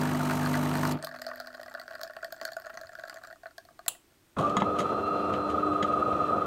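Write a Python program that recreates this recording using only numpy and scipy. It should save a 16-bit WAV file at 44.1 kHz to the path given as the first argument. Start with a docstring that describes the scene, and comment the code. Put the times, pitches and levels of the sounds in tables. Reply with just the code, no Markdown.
"""Espresso machine ending a pour

A pump hums and hisses to about 1 s: harmonics of its stroke rate with noise modulated by each stroke.
Thin streams patter into a china cup and thin to drips: each drop is a splash, a bubble and a cup resonance.
A latch snaps: noise bursts through resonant bodies. A geared motor then moves the brew unit: a mesh tone
with shaft sidebands, a thin whistle and noise, among plastic knocks and scrapes built of modes and bursts."""
import sys
import numpy as np
from scipy import signal
from scipy.fft import rfft, irfft, next_fast_len
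from scipy.io import wavfile
from scipy.ndimage import uniform_filter1d

SR = 44100
rng = np.random.default_rng(int(sys.argv[2]) if len(sys.argv) > 2 else 0)


def master_out(mix):
    """Clip the mix to full scale and print it as 16-bit PCM to the path in sys.argv[1]."""
    frames = np.transpose(np.atleast_2d(mix))
    ceiling = np.clip(frames, -1, 1)
    pcm = np.round(ceiling * 32767).astype(np.int16)
    wavfile.write(sys.argv[1], SR, pcm)


N = 284886
TIME = np.arange(N) / SR
BRIEF = np.arange(8192) / SR  # time axis of one drop or knock, s


def amp(db):
    """Decibel law: level to amplitude ratio."""
    return 10 ** (np.asarray(db) / 20)


def unit(x):
    """Power normalisation: scales to rms 1."""
    return x / np.sqrt(np.mean(x ** 2) + 1e-20)


def crest(x, size=88):
    """Short-time power normalisation: the loudest 2 ms get rms 1."""
    power = uniform_filter1d(x ** 2, size, mode="constant")
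    return x / np.sqrt(power.max() + 1e-20)


def add(mix, s, sound):
    """Superposition: adds a sound to the mix, in place, from time s."""
    part = mix[max(round(s * SR), 0):][:len(sound)]
    part += sound[:len(part)]


def gains(points, size):
    """Spectral envelope: levels interpolated along log frequency, on the bins of a transform."""
    hz, db = np.transpose(points)
    bins_hz = np.fft.rfftfreq(size, 1 / SR)
    return amp(np.interp(np.log(bins_hz + 1), np.log(hz + 1), db))


def noise(points):
    """Spectral shaping: white noise weighted by an envelope, rms 1."""
    size = next_fast_len(N, True)
    white = rfft(rng.standard_normal(size))
    return unit(irfft(white * gains(points, size), size)[:N])


def wander(hz):
    """Random modulation: line segments between hz random values per second, rms 1."""
    knots = rng.standard_normal(4096)
    return unit(np.interp(TIME * hz, np.arange(len(knots)), knots))


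def body(points):
    """Minimum phase: the causal response of a body follows from its log spectrum by Hilbert transform."""
    log_gain = np.log(gains(points, len(BRIEF)))
    circle = np.concatenate([log_gain, log_gain[-2:0:-1]])
    return np.exp(np.conj(signal.hilbert(circle)))[:len(log_gain)]


def burst(response, rise, decay, grain_db=0):
    """Source and filter: a swelling, decaying noise burst excites a body; grain makes parts stand out."""
    shape = np.minimum(BRIEF / rise, 1) * np.exp(-np.maximum(BRIEF - rise, 0) / decay)
    grains = amp(grain_db * np.repeat(rng.standard_normal(len(BRIEF) // 32), 32))
    excitation = shape * grains * rng.standard_normal(len(BRIEF))
    return crest(irfft(rfft(excitation) * response))


def ring(hz, t60, rise, glide=0):
    """Damped mode: a sine with exponential decay, whose pitch climbs when glide is above 0."""
    phase = 2 * np.pi * hz * BRIEF * (1 + glide * (BRIEF / t60 - 1 / 4))
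    decay = np.exp(-np.log(1000) * BRIEF / t60)
    return crest(np.sin(phase) * decay * (1 - np.exp(-BRIEF / rise)))


def run_down(stop, t60):
    """Free decay: full level until the stop, then an exponential fall."""
    return np.exp(-np.log(1000) * np.maximum(TIME - stop, 0) / t60)


# background spectrum: f/Hz, relative level/dB
ROOM_SPECTRUM = [(30, -8.5), (100, -5), (200, -11.5), (350, -3.5), (460, -14.5), (1500, -16.5),
                 (3000, -20.5), (7000, -24), (9300, -22.5), (10300, -31.5), (11500, -25), (15800, -27.5)]


def room_tone():
    """Broadband noise: the quiet of the kitchen, with a slight drift in level."""
    return amp(-64.5 + 0.28 * wander(4.3)) * noise(ROOM_SPECTRUM)


MAINS_HZ, PUMP_STOP_S = 50.03, .922
# pump hum: multiple of the stroke rate, level/dB (rms, before the run-down weights);
# the half orders come from unequal strokes
HUM_ORDERS = [(1, -59), (1.5, -54), (2, -45.5), (3, -34), (3.5, -47.5), (4, -46), (4.5, -57), (5, -32.5),
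              (5.5, -63), (6, -42.5), (6.5, -46.5), (7, -48.5), (8, -50), (9, -52.5), (11, -57), (12, -51),
              (13, -52), (14, -48.5), (16, -51), (18, -54)]
# rattle of the housing: f/Hz, relative level/dB
RATTLE_SPECTRUM = [(30, -31), (70, -5), (200, 5), (380, 2.5), (540, -2), (660, 1), (840, 0.5), (915, 10),
                   (980, 0.5), (1230, 4.5), (1550, -10), (2100, -8.5), (3400, -14), (6000, -31),
                   (12000, -49)]
# hiss of the pump: f/Hz, relative level/dB
HISS_SPECTRUM = [(1760, -6), (3000, 1.5), (3640, -23), (3930, 6), (4220, -2), (5380, -3), (6010, 0.5),
                 (7830, -2.5), (8630, 0.5), (10300, -8), (12600, -2), (14700, -8), (15800, -15)]


def pump():
    """Periodic excitation: a piston at mains rate gives hum and modulates rattle and hiss; a panel rings on."""
    turn = 2 * np.pi * MAINS_HZ * TIME
    hum = 0
    for order, db in HUM_ORDERS:
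        level = amp(db + .5 * wander(11.9)) * np.sqrt(2)
        hum = hum + level * np.cos(order * turn + rng.uniform(0, 2 * np.pi))
    hum_decay = 0.83 * run_down(0.96, .07) + 0.14 * run_down(1.0, 0.58)  # a fast and a slow part

    panel_swell = 1 - run_down(0.65, 0.11)
    panel = amp(-49) * np.sqrt(2) * np.sin(5 * turn) * run_down(0.89, 2.9) * panel_swell

    stroke = np.cos(turn - 2 * np.pi * 3 / 4)
    shaking = unit(amp(2.3 * stroke + 0.24 * wander(24.5)))
    rattle = amp(-35.5) * noise(RATTLE_SPECTRUM) * shaking
    puffs = unit(amp(4 * stroke + .9 * wander(30) + 1.5 * wander(450)))
    hiss = amp(-46.5) * noise(HISS_SPECTRUM) * puffs
    noises = rattle * run_down(PUMP_STOP_S, 0.3) + hiss * run_down(PUMP_STOP_S, 0.061)
    return hum * hum_decay + panel + noises


# drop rates: the stream's share drains away from THINS_AT_S and leaves the drips
STREAM_PER_S, DRIPS_PER_S, THINS_AT_S, DRAIN_S = 85, 8, 3.28, 0.041
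# small drops: base level, the extra while the pump pushes, the fade once the streams thin
PATTER_DB, PUMPED_DB, DRIP_FADE_DB_PER_S = -49.5, 8, 20


def small_drops(count=700):
    """Random point process: drop times follow the integrated flow; rows have the columns of PLACED_DROPS."""
    draining = np.maximum(TIME - THINS_AT_S, 0)
    fallen = np.cumsum(DRIPS_PER_S + STREAM_PER_S * np.exp(-draining / DRAIN_S)) / SR
    level_db = PATTER_DB + PUMPED_DB * (TIME < PUMP_STOP_S) - DRIP_FADE_DB_PER_S * draining
    place = np.arange(count) + 2 * rng.random(count)  # jittered position in the count of fallen drops
    size, hollow, tick, pitch, cup, spray = np.clip(rng.standard_normal((count, 6)).T, -2, 2)

    s = np.interp(place, fallen, TIME)
    plip_db = np.interp(s, TIME, level_db) + 5 * np.minimum(size, 1.4)
    plip_hz = 1480 * np.exp(.13 * pitch)
    hollow_db = plip_db - 3.5 + 3 * hollow
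    hollow_hz = (635 + 9 * s) * np.exp(0.032 * cup)
    tick_db = plip_db - 10.5 + 5.5 * np.minimum(tick, 1.3)
    # high ticks grow more frequent with time
    tick_hz = np.where(spray > 2.2 - .7 * s, 7000, 4550) * np.exp(0.071 * cup)
    rows = np.transpose([s, plip_db, plip_hz, hollow_db, hollow_hz, tick_db, tick_hz])
    return rows[place < fallen[-1]]


CUP_HZ = 678.4  # the pitch towards which the cup's ring settles after each drop
# single drops placed by time, loud and faint: t/s, plip level/dB, plip f/Hz, cup hollow level/dB,
# hollow f/Hz, splash tick level/dB, tick f/Hz
PLACED_DROPS = [(0.0159, -32.5, 1750, -47, 647, -49.5, 4300), (0.0538, -31.5, 1690, -45, 660, -44, 4300),
                (0.2059, -29.5, 1380, -38.5, 664, -53.5, 4200), (0.2972, -27, 1260, -46.5, 660, -42, 4500),
                (0.3097, -25, 1210, -46, 660, -36.0, 4240), (0.4444, -31, 1630, -49, 660, -46, 4200),
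                (0.4604, -28.0, 1210, -40, 645, -36, 4200), (0.5402, -29.5, 1940, -44, 660, -36.5, 4370),
                (0.5526, -29.5, 1450, -39, 670, -42, 4100), (0.564, -38, 1800, -33.0, 670, -53.0, 4300),
                (0.7537, -29, 1500, -43, 660, -37, 4300), (0.832, -27.0, 1050, -32, 660, -40, 5970),
                (0.852, -26.5, 1090, -39, 660, -35, 4720), (0.9224, -46, 1540, -50, 660, -35.5, 4560),
                (1.0261, -42, 1540, -41.5, 624, -38, 8560), (1.0385, -38, 1260, -34.5, 645, -48, 4400),
                (1.0464, -45, 1510, -39, 620, -32.5, 4300), (1.0705, -34, 1160, -40, 670, -39, 4200),
                (1.112, -40, 1640, -58, 700, -60, 4500), (1.1438, -40, 1490, -43, 670, -57, 4600),
                (1.159, -42, 1410, -46, 680, -65.0, 4200), (1.2186, -37, 1870, -49, 673, -36, 4340),
                (1.266, -37, 1510, -33.5, 662, -35, 4540), (1.2888, -40, 1290, -45, 620, -47, 4600),
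                (1.3005, -40, 1470, -45.5, 684, -61, 4400), (1.3139, -33.5, 1160, -43, 668, -57, 4500),
                (1.335, -49, 800, -51, 650, -57.0, 4500), (1.3578, -41.5, 1830, -49.0, 646, -46.5, 13500),
                (1.4007, -34.5, 1433, -38, 684, -38, 4750), (1.4716, -40, 1500, -45, 664, -42, 4440),
                (1.481, -45, 1810, -47.5, 676, -60, 4470), (1.5489, -44, 1520, -42, 657, -45.5, 4700),
                (1.595, -48.5, 1520, -38.5, 664, -64.5, 4600), (1.68, -47, 1430, -44, 656, -55, 4340),
                (1.715, -49, 850, -57.0, 673, -65.5, 13700), (1.7494, -31, 1504, -37.5, 667, -44.5, 4400),
                (1.7973, -42.0, 1910, -42.0, 680, -40.0, 4370),
                (1.8796, -36.5, 1460, -47.0, 630, -47, 4400), (1.91, -40.5, 1610, -45.5, 664, -50, 4370),
                (1.952, -37, 1450, -44.0, 683, -46.5, 4500), (2.0133, -36, 1510, -44, 624, -39.5, 4300),
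                (2.0333, -47, 1480, -40, 660, -33, 4360), (2.045, -42, 1520, -52, 640, -53, 4500),
                (2.0976, -41, 1480, -40.5, 645, -58, 4300), (2.166, -39, 1480, -37, 660, -47, 4400),
                (2.2303, -33.0, 1460, -40.0, 644, -56, 4700), (2.2454, -35.5, 1820, -37, 662, -37.5, 4400),
                (2.3241, -38.5, 1570, -37.5, 657, -36.5, 14400),
                (2.4139, -37, 1530, -36.5, 646, -38.5, 4450), (2.4518, -29, 1520, -39, 653, -30, 4440),
                (2.478, -38, 1420, -44, 657, -46, 5560), (2.4874, -38, 1450, -41.5, 647, -49, 4100),
                (2.521, -45.0, 1700, -41.5, 662, -45, 6900), (2.533, -50.5, 1710, -48.0, 697, -41, 4370),
                (2.5671, -34, 1500, -35.5, 659, -45, 6900), (2.599, -43.5, 1490, -51, 640, -48.5, 13900),
                (2.6654, -40.5, 1440, -40, 630, -53, 4400), (2.701, -42, 1400, -43.5, 655, -53, 4630),
                (2.7736, -37.5, 1440, -41, 684, -41.5, 6050), (2.87, -60, 1830, -59, 710, -50, 4470),
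                (2.9527, -36, 1470, -52, 680, -50, 4740), (2.996, -40, 1500, -58, 650, -49, 4600),
                (3.036, -36, 1600, -38.5, 663, -53.0, 4400), (3.076, -46, 1630, -45, 660, -52, 4500),
                (3.0969, -38.5, 1670, -54, 654, -39.5, 4600), (3.1428, -54, 1490, -45.5, 640, -46.5, 7300),
                (3.2365, -41, 1540, -49, 668, -49, 4000), (3.272, -47, 1500, -50, 646, -49, 7300),
                (3.3268, -44.0, 1820, -45.5, 685, -54, 4400), (3.4336, -47, 1560, -45, 680, -59, 4420),
                (3.4575, -38.5, 1497, -39, 673, -60, 4400), (3.5808, -40.5, 1620, -43.0, 675, -42.5, 4250),
                (3.651, -64, 1800, -54.0, 689, -55, 4400), (3.707, -70, 1210, -55.5, 680, -72.0, 8400),
                (3.7913, -43.5, 1230, -44, 689, -51.5, 4300), (3.8625, -45.0, 1880, -44.5, 680, -47, 4240)]
# colour of a drop's plop: f/Hz, relative level/dB
PLOP_SPECTRUM = [(80, -38.5), (200, -32), (400, -23), (560, -24), (850, -13.5), (960, -32), (1100, -2),
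                 (1250, -15.5), (1490, 4), (1900, -2), (2150, -24), (2330, -17), (2900, -24), (5000, -52)]
# colour of a drop's tick: f/Hz, relative level/dB
TICK_SPECTRUM = [(100, -21), (400, -7), (900, -11), (1500, -9), (2400, -9), (2850, -23), (3200, 1.5),
                 (3750, -3.5), (4400, 12), (5200, 0.5), (5800, -4), (6600, -3.5), (8500, -7.5),
                 (10200, -12.5), (12000, -4.5), (14000, -8), (16000, -9)]


def pour():
    """Bubble and cavity resonance: a drop ticks on the crema, traps a rising bubble and rings the cup's air."""
    out, plop, tick = np.zeros(N), body(PLOP_SPECTRUM), body(TICK_SPECTRUM)
    drops = np.vstack([PLACED_DROPS, small_drops()])
    for s, plip_db, plip_hz, hollow_db, hollow_hz, tick_db, tick_hz in drops:
        softness = 2 ** rng.uniform(-0.21, 0.73)  # foam cushions some drops more than others

        gulp = ring(hollow_hz, t60=.038, rise=.006, glide=.02)
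        gulp = gulp + .14 * ring((hollow_hz + CUP_HZ) / 2, t60=.085, rise=.006)

        bubble = ring(plip_hz, t60=0.015 * softness, rise=0.0015 * softness, glide=0.03)
        bubble = bubble + 0.94 * burst(plop, rise=0.00075 * softness, decay=0.0017)

        splash = burst(tick, rise=.00008 * softness, decay=0.0011 * softness)
        splash = splash + 0.85 * ring(tick_hz, t60=.006 * softness, rise=0.00015)

        drop = amp(hollow_db) * crest(gulp) + amp(plip_db) * crest(bubble)
        add(out, s, drop + amp(tick_db) * crest(splash))
    return out


def kitchen(x, t60, wet_db):
    """Reverberation: faint scattered, decaying reflections from the machine's alcove and the room."""
    t = np.arange(SR // 2) / SR
    sparse = rng.random(len(t)) < 2500 / SR  # on average 2500 echoes a second
    decay = np.exp(-np.log(1000) * t / t60)
    taps = rng.standard_normal(len(t)) * sparse * (t > .002) * decay
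    return x + amp(wet_db) * signal.fftconvolve(x, taps / np.linalg.norm(taps))[:N]


# soft low bumps: t/s, level/dB, f/Hz
SOFT_BUMPS = [(2.415, -52, 330), (2.73, -57, 310), (2.765, -59, 250), (2.835, -56, 100)]


def bumps():
    """Band-limited impact: each soft bump is a noise burst through one broad low resonance."""
    out = np.zeros(N)
    for s, db, bump_hz in SOFT_BUMPS:
        hump = [(bump_hz / 4, -24), (bump_hz, 0), (bump_hz * 2, -16), (bump_hz * 10, -60)]
        add(out, s, amp(db) * burst(body(hump), rise=0.0086, decay=0.021))
    return out


# snap of the latch: f/Hz, relative level/dB
SNAP_SPECTRUM = [(300, -53), (500, -9), (680, -2), (1000, -3), (1600, -6), (2200, -14), (3100, 1),
                 (4200, -6), (5600, -18), (7500, 4.5), (8800, 1.5), (10000, -15), (11050, 7.5),
                 (12300, -11), (14700, -3), (16000, -3)]
# ring of the housing after the snap: f/Hz, relative level/dB
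HOUSING_SPECTRUM = [(300, -16), (660, 5.5), (1000, -1), (1600, -12), (2300, -12), (2720, 7.5), (2950, 6),
                    (3500, -2.5), (4400, -5), (5600, -17), (7600, 5), (9800, -5), (11100, 1), (12200, -18),
                    (15000, -4)]


def latch():
    """Impulsive excitation: one hard snap, and the ring of the housing after it."""
    out = np.zeros(N)
    add(out, 3.8803, amp(-17.5) * burst(body(SNAP_SPECTRUM), rise=.0012, decay=.0042))
    add(out, 3.883, amp(-38) * burst(body(HOUSING_SPECTRUM), rise=.0057, decay=.033))
    return out


MESH_HZ, SLOW_HZ, FAST_HZ = 1254.6, 22.7, 33.2  # tooth mesh at full speed, and the two shafts
WHINE_DB, WHINE_SWELL_S = -0.07, 0.16
# the gears take hold with a short squeal
BITE_S, BITE_WIDTH_S, BITE_DB = 4.457, .02, -27
TIGHTEST_S = 5.94  # where both shafts press the teeth together at once
# gear whine: sideband order of the slow shaft, of the fast shaft,
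# level/dB running light, level/dB under load (before WHINE_DB)
WHINE_SIDEBANDS = [(0, 0, -37.5, -34), (-1, 0, -42, -35), (1, 0, -43, -44), (-1, 1, -50, -39),
                   (0, 1, -44, -47), (-1, -1, -42, -52), (-2, 0, -50, -47), (-2, -1, -51, -45),
                   (1, 1, -54, -49), (2, 1, -50, -53), (0, -1, -50, -52), (4, 0, -56, -50)]


def gear_whine(turn, age, load):
    """Modulation sidebands: two slightly eccentric shafts modulate the mesh tone, which throbs under load."""
    shafts = 2 * np.pi * (TIME - TIGHTEST_S)
    slack, whine = 1 - load, 0
    for m, n, light_db, loaded_db in WHINE_SIDEBANDS:
        # with slack in the gears the sidebands fall out of step: a flutter in place of a throb
        lag = slack * np.pi / 2 * (m ** 2 + n ** 2) + (.07 + .33 * slack) * wander(9)
        phase = MESH_HZ * turn + (m * SLOW_HZ + n * FAST_HZ) * shafts + lag
        whine = whine + amp(loaded_db + slack * (light_db - loaded_db)) * np.cos(phase)
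    swell = amp(WHINE_DB) * np.minimum(age / WHINE_SWELL_S, 1)
    bite = amp(BITE_DB) * np.exp(-((TIME - BITE_S) / BITE_WIDTH_S) ** 2)
    return swell * whine + bite * np.cos((MESH_HZ - SLOW_HZ) * turn)


# whistle: pitch without load, the share by which it sags under full load, base levels, swell time
WHISTLE_HZ, WHISTLE_SAG = 4097, .017
WHISTLE_LIGHT_DB, WHISTLE_LOADED_DB, WHISTLE_SWELL_S = -58, -62, .55
# partials of the whistle: multiple of its pitch, level/dB running light, level/dB under load
# (both relative to the base levels)
WHISTLE_PARTIALS = [(2 / 9, 7, 0), (1 / 3, 4, 5), (2 / 3, -2, -10), (1, -1.5, -1), (7 / 6, -19, -22),
                    (2, -30, -17)]


def pinion(age, load):
    """Frequency modulation: a thin wavering whistle swells in; load lowers its pitch and most partials."""
    waver = .002 * wander(12) + .0055 * wander(260)
    turn = 2 * np.pi * np.cumsum(WHISTLE_HZ * (1 - WHISTLE_SAG * load) * (1 + waver)) / SR
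    whistle = 0
    for k, light_db, loaded_db in WHISTLE_PARTIALS:
        level_db = (1 - load) * (WHISTLE_LIGHT_DB + light_db) + load * (WHISTLE_LOADED_DB + loaded_db)
        whistle = whistle + amp(level_db + 2.8 * wander(18)) * np.cos(k * turn)
    return np.minimum(age / WHISTLE_SWELL_S, 1) * whistle


# the motor starts slow by the share START_LAG, with a surge of rumble, and settles at full speed
START_S, START_LAG, SPIN_UP_S = 4.364, .15, .075
RUMBLE_DB, SURGE_DB, SURGE_S = -31.5, 1, 0.21
# load on the gears: t/s, load (0 to 1)
GEAR_LOAD = [(4.45, 0.15), (4.6, 0.35), (4.7, 0.05), (4.8, 0.62), (4.89, 0.01), (5.3, 0.01), (5.47, 0.15),
             (5.55, .92), (5.8, 1), (6.46, 0.95)]
# steady tones of the motor: f/Hz at full speed, level/dB (rms, before a common trim)
MOTOR_TONES = [(81, -55.5), (200, -49.5), (230, -52.5), (300.3, -40), (400.3, -44.5), (500.6, -45.5),
               (600.6, -46), (696, -49), (770, -62.5)]
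# rumble of the gear train: f/Hz, relative level/dB
RUMBLE_SPECTRUM = [(25, -34.5), (55, -13.5), (80, 3), (140, 0.5), (220, 6.5), (270, 0), (350, 7), (480, 7),
                   (700, 7.5), (830, -2), (1040, -3.5), (1250, 11.5), (1450, -4), (1750, -29), (5000, -58)]
# thin rasp of the gear train: f/Hz, relative level/dB
RASP_SPECTRUM = [(1300, -6), (1600, 3.5), (2200, -5), (2690, 4.5), (2880, -7.5), (3100, -3.5), (3480, -2.5),
                 (3880, -11.5), (4050, -6), (4300, -11), (4700, -13), (5000, -20), (5250, -13.5),
                 (5600, -17), (5950, -13), (6300, -21), (6700, -14), (7000, -20), (7250, -16),
                 (7650, -24.5), (8070, -14.5), (8450, -24.5), (9000, -20), (10400, -28.5), (11500, -23),
                 (12800, -31), (14000, -28), (15800, -38)]


def motor():
    """Rotating machinery: tones follow the shaft speed, over the broadband rumble and rasp of the gears."""
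    age = np.maximum(TIME - START_S, 0)
    load = np.clip(np.interp(TIME, *np.transpose(GEAR_LOAD)), 0, 1)
    running = np.minimum(age / 0.0079, 1)
    speed = (1 - START_LAG * np.exp(-age / SPIN_UP_S)) * (1 + .001 * wander(20))
    turn = 2 * np.pi * np.cumsum(speed) / SR  # phase of a 1 Hz tone at full speed

    tones = 0
    for hz, db in MOTOR_TONES:
        phase = hz * turn + 0.21 * wander(8.6) + rng.uniform(0, 2 * np.pi)
        tones = tones + amp(db + 2 * wander(7)) * np.cos(phase)
    pitched = gear_whine(turn, age, load) + amp(-.5) * tones + pinion(age, load)

    body_db = RUMBLE_DB + SURGE_DB * np.exp(-age / SURGE_S)
    rumble = amp(body_db - 1 + 1.63 * wander(45)) * noise(RUMBLE_SPECTRUM)
    rasp = amp(body_db - 20.5 + 1.55 * wander(60)) * noise(RASP_SPECTRUM)
    return running * (np.sqrt(2) * pitched + rumble + rasp)


# hard knocks: t/s, knock level/dB, knock f/Hz, thud level/dB, clack level/dB, brightness f/Hz
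HARD_KNOCKS = [(4.368, -32, 1230, -33, -54, 3000), (4.5678, -20, 1080, -25, -28.5, 9000),
               (4.584, -40, 1035, -25.5, -55, 3000), (4.6201, -17.5, 900, -24, -34, 2500),
               (4.803, -37, 1030, -34, -38, 4500), (5.337, -41, 1035, -32, -45.5, 3500),
               (5.826, -31, 1490, -35, -33, 5000)]
# rebounds of each knock: nominal delay t/s, level/dB relative to the clack
REBOUNDS = [(0, -8), (.003, -12), (.007, -14), (0.011, -18)]
# scrapes and rattles: t/s, thud level/dB, clack level/dB, brightness f/Hz, rise t/s, decay t/s
SCRAPE_EVENTS = [(4.382, -25, -39.5, 14000, .0046, 0.045), (4.495, -56, -44, 9000, 0.0011, 0.0073),
                 (4.571, -34, -41, 3500, .002, .007), (4.597, -40, -38, 3500, 0.0072, .012),
                 (4.779, -35, -36, 12000, .022, 0.012), (5.335, -36, -38.5, 2990, 0.0032, 0.0085),
                 (5.491, -43, -45.5, 9000, 0.0079, .019), (5.828, -32, -32.5, 4430, 0.0014, 0.0065)]
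# modes of the plastic frame: f/Hz, relative level/dB, t60/s
FRAME_MODES = [(1718, -4.5, 0.055), (2035, 1, 0.039), (3330, 1.5, 0.021), (3750, -4, 0.04),
               (6725, -3, 0.023)]
# colour of the brew unit's thud: f/Hz, relative level/dB
THUD_SPECTRUM = [(25, -42), (60, -18), (150, 10.5), (300, 0), (680, 0.5), (1100, 1.5), (1600, -9.5),
                 (3000, -69.5)]
# colour of the brew unit's clack: f/Hz, relative level/dB
CLACK_SPECTRUM = [(800, -18), (1450, -8), (1880, -1), (2400, -2.5), (2900, 1), (3270, 4.5), (3550, -9.5),
                  (3750, 2.5), (4300, -6.5), (5900, -10.5), (6700, -2.5), (7100, -8), (9000, -11),
                  (12000, -17.5), (16000, -23)]


def knocks():
    """Modal impact: plastic parts of the brew unit strike, rebound and slide, exciting its modes."""
    out, thud, clack = np.zeros(N), body(THUD_SPECTRUM), body(CLACK_SPECTRUM)
    hz = np.fft.rfftfreq(len(BRIEF), 1 / SR)
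    frame = rfft(sum(amp(db) * ring(mode_hz, t60, rise=0.00067) for mode_hz, db, t60 in FRAME_MODES))

    def dulled(response, bright_hz):
        """Contact stiffness: a softer contact weakens the treble, as a two-pole low-pass."""
        return response / (1 + 1j * hz / bright_hz) ** 2

    for s, knock_db, knock_hz, thud_db, clack_db, bright_hz in HARD_KNOCKS:
        add(out, s, amp(knock_db) * ring(knock_hz, t60=0.0086, rise=0.00093))
        add(out, s, amp(thud_db) * ring(203, t60=.04, rise=.005))
        add(out, s, amp(clack_db) * crest(irfft(dulled(frame, bright_hz))))
        for delay, db in REBOUNDS:
            contact = burst(dulled(clack, bright_hz), rise=.0001, decay=0.00029)
            add(out, s + delay * rng.uniform(.8, 1.3), amp(clack_db + db) * contact)
    for s, thud_db, clack_db, bright_hz, rise, decay in SCRAPE_EVENTS:
        add(out, s, amp(thud_db) * burst(thud, rise, decay))
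        add(out, s, amp(clack_db) * burst(dulled(clack, bright_hz), rise, decay, grain_db=5.5))
    return out


def scene():
    """Superposition: the machine and the cup over the quiet of the kitchen."""
    echoing = kitchen(pour() + bumps() + knocks(), t60=0.12, wet_db=-10.5)
    return (room_tone() + pump() + echoing + latch() + motor())[None]


EDGE_HZ = 15850


def record(dry):
    """Band limitation: a linear-phase low-pass filter removes the highest treble."""
    low_pass = signal.firwin(401, EDGE_HZ, window=("kaiser", 9), fs=SR)
    return signal.oaconvolve(dry, low_pass[None], "same")


dry = scene()
out = record(dry)
master_out(out)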